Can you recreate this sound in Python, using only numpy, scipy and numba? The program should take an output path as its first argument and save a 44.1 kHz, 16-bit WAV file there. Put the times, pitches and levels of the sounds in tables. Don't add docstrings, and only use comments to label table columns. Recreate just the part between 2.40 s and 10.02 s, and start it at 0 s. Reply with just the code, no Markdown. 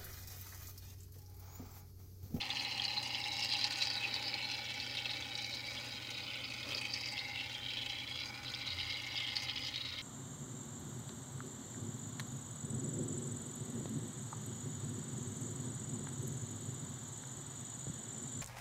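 import sys
import numpy as np
from scipy import signal
from scipy.fft import rfft, irfft, next_fast_len
from scipy.io import wavfile
from scipy.ndimage import uniform_filter1d
from numba import njit

SR = 44100
rng = np.random.default_rng(int(sys.argv[2]) if len(sys.argv) > 2 else 0)


def to_wav(sig):
    pcm = np.clip(np.atleast_2d(sig), -1, 1) * 32767
    pcm = np.round(pcm).astype(np.int16)
    wavfile.write(sys.argv[1], SR, pcm.T)


N = 335895


def from_db(db):
    return 10 ** (np.asarray(db) / 20)


def rms_one(x):
    return x / np.sqrt(np.mean(x ** 2) + 1e-20)


def in_time(rows):
    s, *columns = np.transpose(rows)
    return [np.interp(np.arange(N) / SR, s, column) for column in columns]


def gain_in_time(rows):
    return from_db(in_time(rows)[0])


def swell(s, length_s):
    first = max(int((s - length_s / 2) * SR), 0)
    last = min(int((s + length_s / 2) * SR), N)
    near = np.arange(first, last)
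    out = np.zeros(N)
    out[near] = np.cos(np.pi * (near / SR - s) / length_s) ** 2
    return out


def wander(per_s):
    steps = np.arange(N) / SR * per_s
    return rms_one(np.interp(steps, np.arange(1000), rng.standard_normal(1000)))


def band(x, low_hz, high_hz, order=2):
    limits = [low_hz, min(high_hz, SR / 2 - 1)]
    return signal.sosfilt(signal.butter(order, limits, "band", fs=SR, output="sos"), x + 1e-18)


def coloured(x, spectrum):
    hz, db = np.transpose(spectrum)
    size = next_fast_len(N)
    bins = np.maximum(np.arange(size // 2 + 1) * SR / size, 1)
    gains = from_db(np.interp(np.log(bins), np.log(hz), db))
    return rms_one(irfft(rfft(x, size) * gains, size)[:N])


def resonance(x, hz, width_hz):
    r = np.exp(-np.pi * width_hz / SR)
    inputs = np.array([1, 0, -1]) * (1 - r * r) / 2
    feedback = [1, -2 * r * np.cos(2 * np.pi * hz / SR), r * r]
    return signal.lfilter(inputs, feedback, x + 1e-18)


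@njit
def glide(x, turn, r):
    y = np.zeros(len(x))
    for i in range(2, len(x)):
        driven = (1 - r * r) / 2 * (x[i] - x[i - 2])
        y[i] = driven + (1 + r * r) * np.cos(turn[i]) * y[i - 1] - r * r * y[i - 2]
    return y


def moving_resonance(x, hz, width_hz):
    return glide(x, 2 * np.pi * hz / SR, np.exp(-np.pi * width_hz / SR))


def foam():
    *pocket_levels, fizz_level = supply()
    surge = spurts(per_s=130, spread_db=3.5, fade_s=0.0028)
    hiss = from_db(-3.5) * sputter(surge, pocket_levels) + fizz_level * crackle(surge)
    echoed = sink(hiss + spits(), early_db=-5.0, early_t60=0.012, late_db=-8.0, late_t60=0.034)
    return hand_shadow(echoed + ringing(surge))


# t/s, flow level/dB, thinness/dB
VALVE_FLOW = [(0.0, 5.5, -16), (0.45, 1, 0.5), (0.85, 1.2, 6), (1.05, 3, 7.5), (1.45, 1.5, 6.5),
              (1.65, 2.5, -2.5), (1.9, 0.3, -1.5), (2.28, 1.5, -6.5), (2.65, 1.6, -12.5), (3.3, -0.65, 8),
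              (3.95, 0.2, -6), (4.5, -0.9, 7), (4.9, -0.5, 0.8), (5.25, 2.2, -12), (5.95, -4, 8),
              (6.45, 1.5, -3.5), (6.95, 0.9, -3.5), (7.62, -3, 5)]
# t/s at the middle, length/s, level change/dB
NOZZLE_CLOGS = [(0.078, 0.072, -3.5), (1.093, 0.035, -4), (1.29, 0.027, -3.5), (2.228, 0.1, -1.5),
                (2.85, 0.043, 1), (3.224, 0.046, -5), (3.6, 0.058, -6), (5.083, 0.07, -4), (5.2, 0.18, -4),
                (5.638, 0.1, -3), (5.91, 0.037, -3), (6.01, 0.063, -3), (6.694, 0.05, -1),
                (7.314, 0.07, -1.5)]
# t/s at the crest, length/s, level change/dB, f/Hz of most pockets,
# spread/octaves
FOAM_GUSHES = [(0.198, 0.074, 9.5, 4660, 0.34), (0.452, 1.1, 6.5, 2750, 0.095),
               (0.454, 0.045, 9, 4630, 0.29), (0.503, 0.08, 7, 4000, 0.093),
               (0.573, 0.093, 8.5, 4000, 0.13), (0.751, 0.05, 9, 4000, 0.23), (0.87, 0.027, 8, 2630, 0.22),
               (1.01, 0.13, 3, 4900, 0.14), (1.145, 0.04, 6, 3350, 0.25), (1.225, 0.06, 10, 3460, 0.33),
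               (1.426, 0.14, 5.5, 3650, 0.6), (1.455, 0.2, 6, 4730, 0.13), (1.642, 0.065, 8, 2680, 0.13),
               (1.742, 0.079, 11, 4480, 0.11), (1.877, 0.31, 10.5, 4430, 0.13),
               (1.95, 0.68, 5, 2750, 0.075), (2.046, 0.12, 11, 4000, 0.074), (2.148, 0.21, 8.5, 4330, 0.12),
               (2.3, 0.11, 2.5, 3200, 0.11), (2.49, 0.36, 9.5, 4930, 0.16), (2.587, 0.1, 6, 3350, 0.21),
               (2.698, 0.24, 11, 4200, 0.19), (2.915, 0.04, 7, 3800, 0.15), (2.955, 0.024, 15, 4600, 0.14),
               (3.03, 0.18, 9, 4240, 0.14), (3.136, 0.03, 8, 3950, 0.13), (3.375, 0.058, 15.5, 3350, 0.13),
               (3.54, 0.014, -4, 3000, 0.5), (3.65, 0.47, 5.5, 3980, 0.087), (3.9, 0.05, 6, 3300, 0.17),
               (3.98, 0.86, 3, 2200, 0.092), (4.052, 0.07, 4.5, 3350, 0.63), (4.12, 0.079, 4, 2200, 0.55),
               (4.323, 0.12, 8, 2920, 0.3), (4.375, 0.086, 9.5, 5100, 0.12), (4.435, 0.14, 10, 2680, 0.31),
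               (4.53, 0.55, 5, 4780, 0.081), (4.537, 0.031, 10, 5100, 0.099),
               (4.576, 0.069, 8.5, 2360, 0.2), (4.688, 0.2, 6.5, 5200, 0.13),
               (4.662, 0.12, 7.5, 2480, 0.25), (4.76, 0.094, 3.5, 2510, 0.35),
               (4.782, 0.075, 12, 3350, 0.25), (4.984, 0.16, 7.5, 3000, 0.12), (5.15, 0.32, 4, 3350, 0.081),
               (5.572, 1.06, 5.5, 3350, 0.21), (5.809, 0.13, 9, 3540, 0.41), (5.87, 0.064, 9, 5260, 0.18),
               (6.15, 1.4, 3, 2200, 0.1), (6.079, 0.078, 10, 3700, 0.12), (6.257, 0.2, 7.5, 3660, 0.11),
               (6.4, 0.045, 6.5, 3650, 0.64), (6.51, 0.16, 7.5, 3670, 0.31),
               (6.772, 0.045, 17.5, 5200, 0.16), (6.845, 0.43, 8.5, 3180, 0.089),
               (7, 0.18, 8.5, 5280, 0.15), (7.085, 0.1, 10, 4000, 0.12), (7.101, 0.093, 9, 2990, 0.12),
               (7.225, 0.28, 9.5, 3200, 0.11), (7.263, 0.06, 7, 5150, 0.26), (7.54, 0.62, 10.5, 3676, 0.11)]
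# f/Hz, level/dB, share of the flow's swing,
# share of the thinness
POCKET_SIZES = [(2210, -49.5, 0.54, 0.048), (2750, -53, 2.2, 0.14), (3350, -52.5, 0.56, -0.35),
                (3980, -51, 2.06, 0.29), (4780, -52.5, 2.06, 0.59), (5960, -62.5, 1.7, 0.43)]
UNEVEN_DB, UNEVEN_PER_S = 2, 24


def supply():
    flow_db, thin_db = in_time(VALVE_FLOW)
    flow_db = flow_db + sum(db * swell(s, length_s) for s, length_s, db in NOZZLE_CLOGS)
    _, _, lift_db, gush_hz, octaves = np.transpose(FOAM_GUSHES)
    size_hz = np.array(POCKET_SIZES)[:, :1]
    nearness = np.exp(-.5 * (np.log2(size_hz / gush_hz) / octaves) ** 2)
    shares_db = lift_db * nearness / nearness.max(axis=0)
    gushes_db = shares_db @ np.array([swell(s, length_s) for s, length_s, *_ in FOAM_GUSHES])
    gains = []
    for (_, level_db, follows, thins), gush_db in zip(POCKET_SIZES, gushes_db):
        steady_db = level_db + follows * flow_db + thins * thin_db
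        gains.append(from_db(steady_db + gush_db + UNEVEN_DB * wander(UNEVEN_PER_S)))
    return gains


def spurts(per_s, spread_db, fade_s):
    born = rng.random(N) < per_s / SR
    sizes = from_db(spread_db * np.clip(rng.standard_normal(N), -2, 2)) ** 2
    power = signal.lfilter([1], [1, -np.exp(-2 / (fade_s * SR))], born * sizes + 1e-9)
    return power / uniform_filter1d(power, SR // 16)


def tearing(power, films_per_s):
    snaps = rng.random(N) < films_per_s / SR
    return np.sqrt(power) * snaps * rng.standard_normal(N)


TICKS_PER_S, TICK_RANGE_DB, TICK_DB = 150, 18, -4


def ticks():
    bursts = rng.random(N) < TICKS_PER_S / SR
    strengths = from_db(-TICK_RANGE_DB * rng.random(N)) * rng.choice([-1, 1], N)
    return band(bursts * strengths, POCKET_BANDS[0][0], POCKET_BANDS[-1][1], order=3)


def bubbles(low_hz, high_hz, per_s, cycles, count=8):
    strengths = from_db(-12 * rng.random(N))
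    clicks = (rng.random(N) < per_s / SR) * strengths
    dealt = rng.integers(0, count, N)
    pitches = np.geomspace(low_hz, high_hz, count + 2)[1:-1]
    return rms_one(sum(resonance(clicks * (dealt == k), hz, hz / cycles) for k, hz in enumerate(pitches)))


# f/Hz, width/Hz, boost level/dB
CAN_AND_BOWL = [(2300, 80, 3), (2580, 110, 5), (2720, 90, 2), (2920, 110, 3), (3140, 120, 4), (3310, 70, 3),
                (3510, 80, 4), (4350, 110, 3), (5010, 140, 3), (5330, 80, 8), (6450, 130, 3)]


def hollows(x):
    for hz, width_hz, boost_db in CAN_AND_BOWL:
        x = x + (from_db(boost_db) - 1) * resonance(x, hz, width_hz)
    return x


def pockets(surge, clicks, low_hz, high_hz, pops_db, count):
    edges, torn = np.geomspace(low_hz, high_hz, count + 1), 0
    together = 0.45
    kin = spurts(per_s=150, spread_db=1.0, fade_s=0.0038)
    for low, high in zip(edges, edges[1:]):
        own = spurts(per_s=1500, spread_db=0.5, fade_s=0.008)
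        flow = together * surge + (1 - together) * kin * own
        power = np.abs(uniform_filter1d(flow, SR // 650))
        torn = torn + band(tearing(power, films_per_s=7000), low, high)
    pops = band(bubbles(low_hz, high_hz, per_s=140, cycles=12.0), low_hz, high_hz, order=1)
    skins = rms_one(band(clicks, low_hz, high_hz, order=1))
    return hollows(rms_one(torn) + from_db(pops_db) * pops + from_db(TICK_DB) * skins)


# low f/Hz, high f/Hz, level/dB of single pops against the tearing
POCKET_BANDS = [(2016, 2530, -4), (2455, 3120, -19.5), (2915, 3550, -16.5), (3702, 4314, -18),
                (4370, 5110, -5.5)]
# t/s, f/Hz
HAND_PITCHES = [
    [(0, 2120), (1.7, 2206), (2.7, 2245), (3.3, 2175), (4.1, 2230), (4.65, 2045), (5.3, 2160), (5.95, 2150),
     (6.45, 2116), (7, 2070), (7.62, 2200)],
    [(0, 2870), (1.1, 2840), (1.65, 2460), (2.05, 2600), (3.2, 2520), (4.4, 2480), (5, 2770), (5.5, 2800),
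     (7.62, 2800)],
    [(0, 3280), (2.3, 3250), (2.6, 3360), (4.8, 3350), (5.3, 3260), (5.8, 3200), (6.4, 3130), (7.62, 3150)],
    [(0, 4230), (.5, 4120), (1.1, 3900), (1.75, 3980), (2.1, 4040), (2.7, 3870), (4.8, 3900), (6.3, 3980),
     (7.62, 3850)],
    [(0, 4640), (.5, 4430), (.83, 5140), (1.03, 5260), (1.22, 4500), (1.45, 4360), (1.95, 4720),
     (2.7, 4760), (3.3, 4840), (4.35, 4560), (4.55, 4780), (7.62, 4780)],
]
# width/Hz, boost level/dB in the empty bowl, boost level/dB in the full bowl
HAND_RINGING = [(128, 12, 21), (200, 6, 8), (210, -6, 4), (190, 16, 6.5), (295, 8, 9)]
FILL_S = 9.4


def sputter(surge, levels):
    filled, out = np.minimum(np.arange(N) / SR / FILL_S, 1), 0
    clicks = ticks()
    for tears, level, pitch, rings in zip(POCKET_BANDS, levels, HAND_PITCHES, HAND_RINGING):
        low_hz, high_hz, pops_db = tears
        width_hz, empty_db, full_db = rings
        x = pockets(surge, clicks, low_hz, high_hz, pops_db, count=2)
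        boost = from_db(empty_db + (full_db - empty_db) * filled)
        x = x + (boost - 1) * moving_resonance(x, in_time(pitch)[0], width_hz)
        loudness = np.sqrt(np.abs(uniform_filter1d(x * x, SR // 18)) + 1e-20)
        out = out + level * x / loudness
    return out


# f/Hz, relative level/dB per Hz
FIZZ_COLOUR = [(4000, -35), (5600, 12.5), (6700, 8.5), (7500, 2.5), (9000, -0.5), (11000, -8), (13000, -10),
               (16000, -9)]


def crackle(surge, count=7):
    edges, out = np.geomspace(5200, 16000, count + 1), 0
    clusters = spurts(per_s=170, spread_db=0.0, fade_s=0.0092)
    for low, high in zip(edges, edges[1:]):
        own = spurts(per_s=200, spread_db=15.0, fade_s=0.023)
        power = np.abs(uniform_filter1d(clusters * own, SR // 130))
        out = out + band(tearing(power * (surge + 0.25), films_per_s=9200), low, high)
    return rms_one(hollows(coloured(out, FIZZ_COLOUR)))


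def bowl(surge, modes):
    drive = tearing(surge + 1.95, films_per_s=5000)
    rings = sum(from_db(db) * resonance(drive, hz, width_hz) for hz, width_hz, db in modes)
    return rms_one(band(rings, modes[0][0] * 0.944, modes[-1][0] * 1.232, order=4))


# f/Hz, width/Hz, relative level/dB
DEEP_AIR = [(797.3, 9.3, 12), (829, 31, 14), (894, 125, -1)]
UPPER_AIR = [(1051, 58, 3), (1304, 220, 2.5), (1475, 46, 11.5), (1797, 185, 7)]
SINK_AIR = [(507.3, 37, 0), (567.7, 35, 0)]
# t/s, level/dB
DEEP_LEVEL = [(0, -51), (1.1, -52), (2.15, -54), (2.55, -58), (2.85, -57.5), (3.7, -62), (4.55, -61),
              (4.98, -55.5), (5.25, -61), (6.2, -62), (7.1, -60), (7.45, -68)]
UPPER_LEVEL = [(0, -52), (.95, -56.5), (1.3, -51), (2.05, -55.5), (2.3, -55.5), (3.05, -58), (3.8, -57),
               (4.35, -56), (4.6, -56), (5.65, -59), (5.9, -55.5), (6.45, -55), (6.7, -55), (7, -52.5),
               (7.35, -57), (7.62, -52)]
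SINK_LEVEL = [(0, -63.5), (1, -63), (3.8, -61.5), (4.6, -64.5), (7.62, -66)]


def ringing(surge):
    deep = gain_in_time(DEEP_LEVEL) * bowl(surge, DEEP_AIR)
    upper = gain_in_time(UPPER_LEVEL) * bowl(surge, UPPER_AIR)
    return deep + upper + gain_in_time(SINK_LEVEL) * bowl(surge, SINK_AIR)


# t/s, f/Hz, depth (0 none, 1 whole)
HAND_ECHO = [(0, 1470, 0.9), (.9, 1435, 0.8), (1.8, 1330, 0.34), (2.2, 1130, 0.8), (2.45, 1120, 1),
             (2.7, 1050, 0.1), (3.05, 1080, 0.8), (3.45, 1780, 0.1), (4.05, 1780, 1), (5.2, 1120, 0.47),
             (6, 1900, 0.57), (6.7, 1410, 0.6), (7.62, 1600, 0.8)]


def hand_shadow(x):
    hz, depth = in_time(HAND_ECHO)
    return x - depth * moving_resonance(x, hz, width_hz=400)


# f/Hz, relative level/dB per Hz
GAS_COLOUR = [(3000, 12.3), (7000, 12.2), (10000, 2.1), (12000, 1), (14000, 4.9), (16000, 8.4)]


def propellant():
    level = from_db(-58.0 - 0.44 * np.arange(N) / SR)
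    return level * coloured(rng.standard_normal(N), GAS_COLOUR)


# f/Hz, rms level/dB
MOTOR_TONES = [(90, -69), (99.7, -68.5), (120, -58)]
# f/Hz, relative level/dB per Hz
AIR_COLOUR = [(15, -51), (33, -24), (48, -6), (75, 4), (100, 1.5), (150, -3.5), (185, -5.5), (215, 3.5),
              (238, 0.5), (260, 6.5), (295, 3.5), (380, -6), (700, -21), (3000, -32.5)]
RUMBLE_COLOUR = [(15, -45), (30, -38), (45, 15.5), (70, -10), (85, 23), (110, 4), (130, 25), (150, -41),
                 (400, -35)]
# t/s, level/dB
RUMBLE_SWELL = [(0, -104), (3.4, -80), (4.5, -63), (5.8, -64), (6.3, -56), (6.5, -51), (6.7, -86),
                (7.1, -59), (7.62, -60)]


def room():
    t = np.arange(N) / SR
    hum = 0
    for hz, db in MOTOR_TONES:
        hum = hum + np.sqrt(2) * from_db(db) * np.sin(2 * np.pi * (hz * t + rng.random()))
    air = from_db(-58.5) * coloured(rng.standard_normal(N), AIR_COLOUR)
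    rumble = gain_in_time(RUMBLE_SWELL) * coloured(rng.standard_normal(N), RUMBLE_COLOUR)
    return hum + air + rumble


def sink(x, early_db, early_t60, late_db, late_t60, count=26):
    t, out = np.arange(SR // 5) / SR, x.copy()
    early = from_db(-60 * t / early_t60) * (t > .0012)
    late = from_db(-60 * t / late_t60) * (t > .006)
    decay = from_db(early_db) * early / np.linalg.norm(early)
    decay = decay + from_db(late_db) * late / np.linalg.norm(late)
    place = np.linspace(0, count - 1, N)
    for k in range(count):
        near = np.flatnonzero(np.abs(place - k) < 1)
        part = x[near] * np.cos((place[near] - k) * np.pi / 2)
        echo = signal.fftconvolve(part, decay * rng.standard_normal(len(t)))[:N - near[0]]
        out[near[0]:near[0] + len(echo)] += echo
    return out


# t/s, level/dB before snap and puff are set, f/Hz, length/s
LOUD_SPITS = [(0.0173, -25.5, 3770, 0.002), (0.1045, -21.5, 3350, 0.0042), (0.1709, -27.5, 2790, 0.01),
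              (0.2498, -25.5, 3880, 0.002), (0.398, -24.5, 3150, 0.0032), (0.4199, -26.0, 4310, 0.002),
              (0.454, -27.0, 4340, 0.0033), (0.5064, -29.0, 2790, 0.0068), (0.526, -29.5, 3980, 0.0026),
              (0.7475, -29.0, 3080, 0.0107), (0.8413, -28.0, 3720, 0.002), (1.0051, -23.0, 5010, 0.004),
              (1.0259, -25.5, 4870, 0.0102), (1.092, -26.0, 4390, 0.0051), (1.1091, -27.0, 3900, 0.0031),
              (1.1244, -21.5, 4050, 0.0081), (1.1329, -23.5, 3800, 0.0033), (1.228, -27.0, 3880, 0.012),
              (1.2425, -19.0, 4490, 0.0061), (1.2676, -23.5, 4530, 0.0044), (1.3081, -26.5, 4590, 0.0038),
              (1.3273, -27.5, 4030, 0.0068), (1.3589, -25.0, 4320, 0.002), (1.4164, -25.0, 3950, 0.0109),
              (1.4254, -19.5, 4540, 0.0026), (1.4561, -24.5, 4570, 0.002), (1.4721, -25.5, 4730, 0.0048),
              (1.5023, -25.0, 4610, 0.002), (1.5549, -24.5, 4060, 0.002), (1.6518, -28.0, 2500, 0.0087),
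              (1.7422, -23.0, 4460, 0.0027), (1.7633, -27.0, 3790, 0.0041), (1.8822, -25.0, 4530, 0.0033),
              (1.941, -28.0, 3990, 0.0058), (2.4014, -27.0, 3880, 0.0061), (2.5717, -26.0, 3620, 0.0056),
              (2.5891, -28.0, 2620, 0.0045), (2.6571, -24.0, 3080, 0.002), (2.7144, -25.0, 3990, 0.0046),
              (2.7698, -28.0, 4060, 0.002), (2.8246, -31.0, 3570, 0.0105), (2.9912, -29.5, 3480, 0.0057),
              (3.0454, -29.5, 4890, 0.0043), (4.122, -30.5, 2330, 0.0066), (4.2301, -30.0, 3480, 0.011),
              (4.3214, -27.5, 2480, 0.002), (4.3327, -27.5, 3150, 0.002), (4.3487, -27.5, 4700, 0.0051),
              (4.3778, -26.0, 4140, 0.002), (4.5395, -24.0, 4970, 0.0067), (4.6592, -29.0, 4740, 0.004),
              (4.7924, -28.5, 3840, 0.0062), (4.9984, -30.5, 2840, 0.0101), (5.151, -31.0, 3200, 0.0059),
              (5.3714, -28.5, 3180, 0.0052), (5.3896, -27.5, 3260, 0.002), (6.1393, -28.5, 3460, 0.0045),
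              (6.1485, -29.5, 4810, 0.0025), (6.2754, -30.5, 3870, 0.0049), (6.3043, -27.0, 4030, 0.0042),
              (6.3879, -26.0, 3430, 0.002), (6.4006, -26.5, 3030, 0.0058), (6.7573, -28.5, 3200, 0.0042),
              (6.778, -23.0, 3200, 0.0076), (6.9574, -27.5, 4510, 0.01), (6.9676, -22.5, 4310, 0.0024),
              (7.1759, -30.5, 3170, 0.0065), (7.2691, -30.0, 4740, 0.0037), (7.3412, -31.0, 3060, 0.0072),
              (7.3594, -26.0, 3600, 0.002), (7.4881, -29.5, 3940, 0.0056)]
SEEP = 0.1
SNAP_DB, PUFF_DB, PUFF_SPLASH_DB = -3.5, -11.5, -5.5
SNAP_WIDTH = 1.1


def spits():
    out, t = np.zeros(N + SR), np.arange(-SR // 100, SR // 20) / SR
    for s, level_db, hz, length_s in LOUD_SPITS:
        snap = band(1.0 * (t == 0), hz / SNAP_WIDTH, hz * SNAP_WIDTH)
        gas = rng.standard_normal(len(t))
        pitched = rms_one(band(gas, hz * 0.935, hz * 1.087))
        splash = rms_one(band(gas, 1890, 4800, order=3))
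        puff = pitched + from_db(PUFF_SPLASH_DB) * splash
        envelope = np.exp(-np.maximum(t, -t / SEEP) / length_s)
        spit = from_db(SNAP_DB) * snap / np.abs(snap).max() + from_db(PUFF_DB) * envelope * puff
        start = max(round(s * SR) - np.argmax(np.abs(snap)), 0)
        out[start:start + len(t)] += from_db(level_db) * spit
    return out[:N]


# t/s at the crest, length/s, level/dB
GRIP_SHIFTS = [(1.782, 0.88, -58), (4.325, 0.28, -51.5)]
# f/Hz, relative level/dB per Hz
SKIN_COLOUR = [(100, -39), (250, -2), (370, -8), (560, -3), (750, -18), (1300, -10.5), (3000, -31)]


def grip():
    level = sum(from_db(db) * swell(s, length_s) for s, length_s, db in GRIP_SHIFTS)
    return level * coloured(rng.standard_normal(N), SKIN_COLOUR)


def scene():
    return (foam() + propellant() + room() + grip())[None]


def record(dry):
    steep = signal.ellip(14, .1, 90, 15750, fs=SR, output="sos")
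    return signal.sosfilt(steep, dry)


dry = scene()
out = record(dry)
to_wav(out)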